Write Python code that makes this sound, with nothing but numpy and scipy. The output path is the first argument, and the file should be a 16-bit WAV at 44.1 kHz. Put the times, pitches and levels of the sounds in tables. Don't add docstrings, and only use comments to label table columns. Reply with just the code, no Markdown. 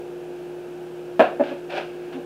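import sys
import numpy as np
from scipy import signal
from scipy.fft import rfft, irfft
from scipy.io import wavfile

SR = 44100
rng = np.random.default_rng(int(sys.argv[2]) if len(sys.argv) > 2 else 0)


def materialize(psi):
    bounded = np.clip(np.atleast_2d(psi).T, -1, 1)
    quanta = np.round(bounded * 32767).astype(np.int16)
    wavfile.write(sys.argv[1], SR, quanta)


N = 99489


# (time [s], level [dB], lowpass corner [Hz], cooktop thud [dB])
LANDING_BLOWS = [(1.1945, -6, 2900, 2), (1.199, -4.5, 2860, -5), (1.2051, -4.5, 1720, -17),
                 (1.2137, -13, 3670, 8)]

def landing():
    out = np.zeros(N)
    for start, db, corner_hz, thud_db in LANDING_BLOWS:
        add(out, start, amp(db) * contact(corner_hz, thud_db))
    return out


# (frequency [Hz], level [dB], t60 [s])
PAN_MODES = [(488.5, -34.5, 0.99), (585, -6.5, 0.084), (641.4, -4, 0.086), (668, -13.5, 0.072),
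             (734, -15.5, 0.14), (798, -12.5, 0.055), (958, -18.5, 0.064), (1046, -24.5, 0.14),
             (1264, -23, 0.26), (1460, -33, .21), (1603, -30.5, .17), (1687, -14.5, 0.054),
             (2425, -31.5, 0.17), (2630, -31, 0.17)]
# (frequency [Hz], level [dB], t60 [s])
COOKTOP_MODES = [(113, -16, 0.32), (248, -16.5, 0.094), (268, -20.5, 0.096), (303.5, -16, 0.081),
                 (425, -15.5, 0.09)]
# (frequency [Hz], relative density [dB])
SHEET_SPECTRUM = [(200, -20), (450, 0), (700, 3.5), (900, -7.5), (1150, -10), (1600, -1.5), (2000, -16),
                  (2600, -8), (3600, -19), (5800, -35), (9000, -29.5), (16000, -29)]
# (frequency [Hz], t60 [s])
SHEET_T60 = [(500, 0.33), (2500, 0.23), (5000, 0.26), (9000, .13)]

def contact(corner_hz, thud_db, sheet_db=-13):
    t = np.arange(SR // 2) / SR
    sheet = fade(colour(rng.standard_normal(len(t)), SHEET_SPECTRUM), SHEET_T60)
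    hit = ring(PAN_MODES, t) + amp(sheet_db) * sheet + amp(thud_db) * ring(COOKTOP_MODES, t)
    return signal.lfilter(*signal.butter(1, corner_hz, fs=SR), hit)


# (start [s], length [s], slip rate [Hz], level [dB], cooktop thud [dB])
JUDDER_BURSTS = [(1.3966, .016, 280, -11.5, 2), (1.508, 0.0206, 284, -26.5, 3),
                 (2.141, .045, 266, -38, 16.5)]

def judders(growth_db=5.5, jitter_periods=0.042):
    out = np.zeros(N)
    for start, length, rate_hz, db, thud_db in JUDDER_BURSTS:
        slip = contact(corner_hz=388, thud_db=thud_db, sheet_db=-14)
        ages = (np.arange(14) + jitter_periods * rng.standard_normal(14)) / rate_hz
        for age in ages[ages < length]:
            add(out, start + age, amp(db + growth_db * (age / length - 0.5)) * slip)
    return out


# (start [s], rise [s], 20 dB release [s], level [dB], swell over rise [dB], pan ring [dB])
MITT_STROKES = [(1.43, 0.07, 0.11, -37.5, 0, 0), (1.692, 0.015, 0.037, -31, 14, -13),
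                (1.715, 0.067, 0.087, -26, 12.5, -0.5), (2.121, 0.024, .05, -44, -4.5, -17),
                (1.886, 0.13, 0.86, -50.5, 7, -4)]
# (frequency [Hz], relative density [dB])
FRICTION_SPECTRUM = [(100, -3), (250, -11), (450, -2.5), (750, 11), (1100, -4), (1600, 3), (2000, -5),
                     (2600, 1.5), (3500, -8.5), (5200, -18.5), (6500, -27.5), (15000, -42.5)]

def mitt_rubs(slips_per_s=9000, spread_db=0.5, onset_s=0.0085, ring_trim_db=-2):
    out, t = np.zeros(N), np.arange(N) / SR
    slips = rng.standard_normal(N) * amp(spread_db * rng.exponential(1, N))
    slips *= rng.random(N) < slips_per_s / SR
    hiss = colour(slips, FRICTION_SPECTRUM)
    pan_ring = unit(signal.fftconvolve(slips, ring(PAN_MODES, t[:SR // 2]))[:N])
    for start, rise, release, db, swell_db, ring_db in MITT_STROKES:
        age = t - start
        onset = np.clip(age / onset_s, 0, 1)
        rise_db = swell_db * np.minimum(age / rise - 1, 0)
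        release_db = -20 * np.maximum(age - rise, 0) / release
        out += onset * amp(db + rise_db + release_db) * (hiss + amp(ring_trim_db + ring_db) * pan_ring)
    return out


# (frequency [Hz], steady part rms [dB], waver depth [ratio])
HUM_TONES = [(58.8, -66, .08), (161.4, -51.5, 0.083), (355.3, -36, 0.064), (479, -53, 1)]
# (frequency [Hz], relative density [dB])
AIR_SPECTRUM = [(25, -25), (55, -39), (90, -22.5), (140, -9.5), (210, -10.5), (270, -3.5), (400, -1),
                (490, -3), (600, -5), (760, -7.5), (1100, -20), (1600, -15), (1950, -25.5), (2600, -20),
                (4000, -31), (6000, -34), (15500, -41.5)]

def fan(air_db=-42):
    hum, t = np.zeros(N), np.arange(N) / SR
    for hz, db, depth in HUM_TONES:
        waver = (drift(rate_hz=3) + 1j * drift(rate_hz=7)) / np.sqrt(2)
        carrier = np.exp(2j * np.pi * (hz * t + rng.random()))
        hum += amp(db) * np.sqrt(2) * ((1 + depth * waver) * carrier).real
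    return hum + amp(air_db) * colour(rng.standard_normal(N), AIR_SPECTRUM)


# (frequency [Hz], t60 [s])
KITCHEN_T60 = [(150, 0.46), (500, 0.35), (1400, 0.32), (3700, 0.43), (10000, 0.43)]

def kitchen(x, level_db=-11, delay_s=0.011):
    tail = fade(rng.standard_normal(SR // 2), KITCHEN_T60)
    out = np.zeros(N)
    add(out, delay_s, signal.fftconvolve(x, tail / np.linalg.norm(tail)))
    return amp(level_db) * out


def ring(modes, t):
    return sum(amp(db - 60 * t / t60) * np.sin(2 * np.pi * hz * t) for hz, db, t60 in modes)


def fade(x, t60_table):
    hz, t, bands = signal.stft(x, SR, nperseg=256)
    decay = amp(-60 * t / read(t60_table, hz)[:, None])
    return signal.istft(bands * decay, SR, nperseg=256)[1][:len(x)]


def colour(x, spectrum):
    hz = np.fft.rfftfreq(len(x), 1 / SR)
    return unit(irfft(rfft(x) * amp(read(spectrum, hz)), len(x)))


def drift(rate_hz):
    hz = np.fft.rfftfreq(N, 1 / SR)
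    return unit(irfft(rfft(rng.standard_normal(N)) / (1 + (hz / rate_hz) ** 2), N))


def read(table, hz):
    table_hz, value = np.transpose(table)
    return np.interp(np.log(hz + 1), np.log(table_hz + 1), value)


def add(mix, start_s, sound):
    part = mix[round(start_s * SR):][:len(sound)]
    part += sound[:len(part)]


def amp(db):
    return 10 ** (np.asarray(db) / 20)


def unit(x):
    return x / np.sqrt(np.mean(x ** 2) + 1e-20)


def scene():
    radiation = signal.butter(4, 232, "high", fs=SR, output="sos")
    pan = signal.sosfilt(radiation, landing() + judders() + mitt_rubs())
    return (pan + kitchen(pan) + fan())[None]


def record(dry, ceiling=1.8, cutoff_hz=15750):
    rounded = ceiling * np.tanh(dry / ceiling)
    lowpass = signal.firwin(511, cutoff_hz, window=("kaiser", 9), fs=SR)
    return signal.oaconvolve(rounded, lowpass[None], "same")


dry = scene()
out = record(dry)
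materialize(out)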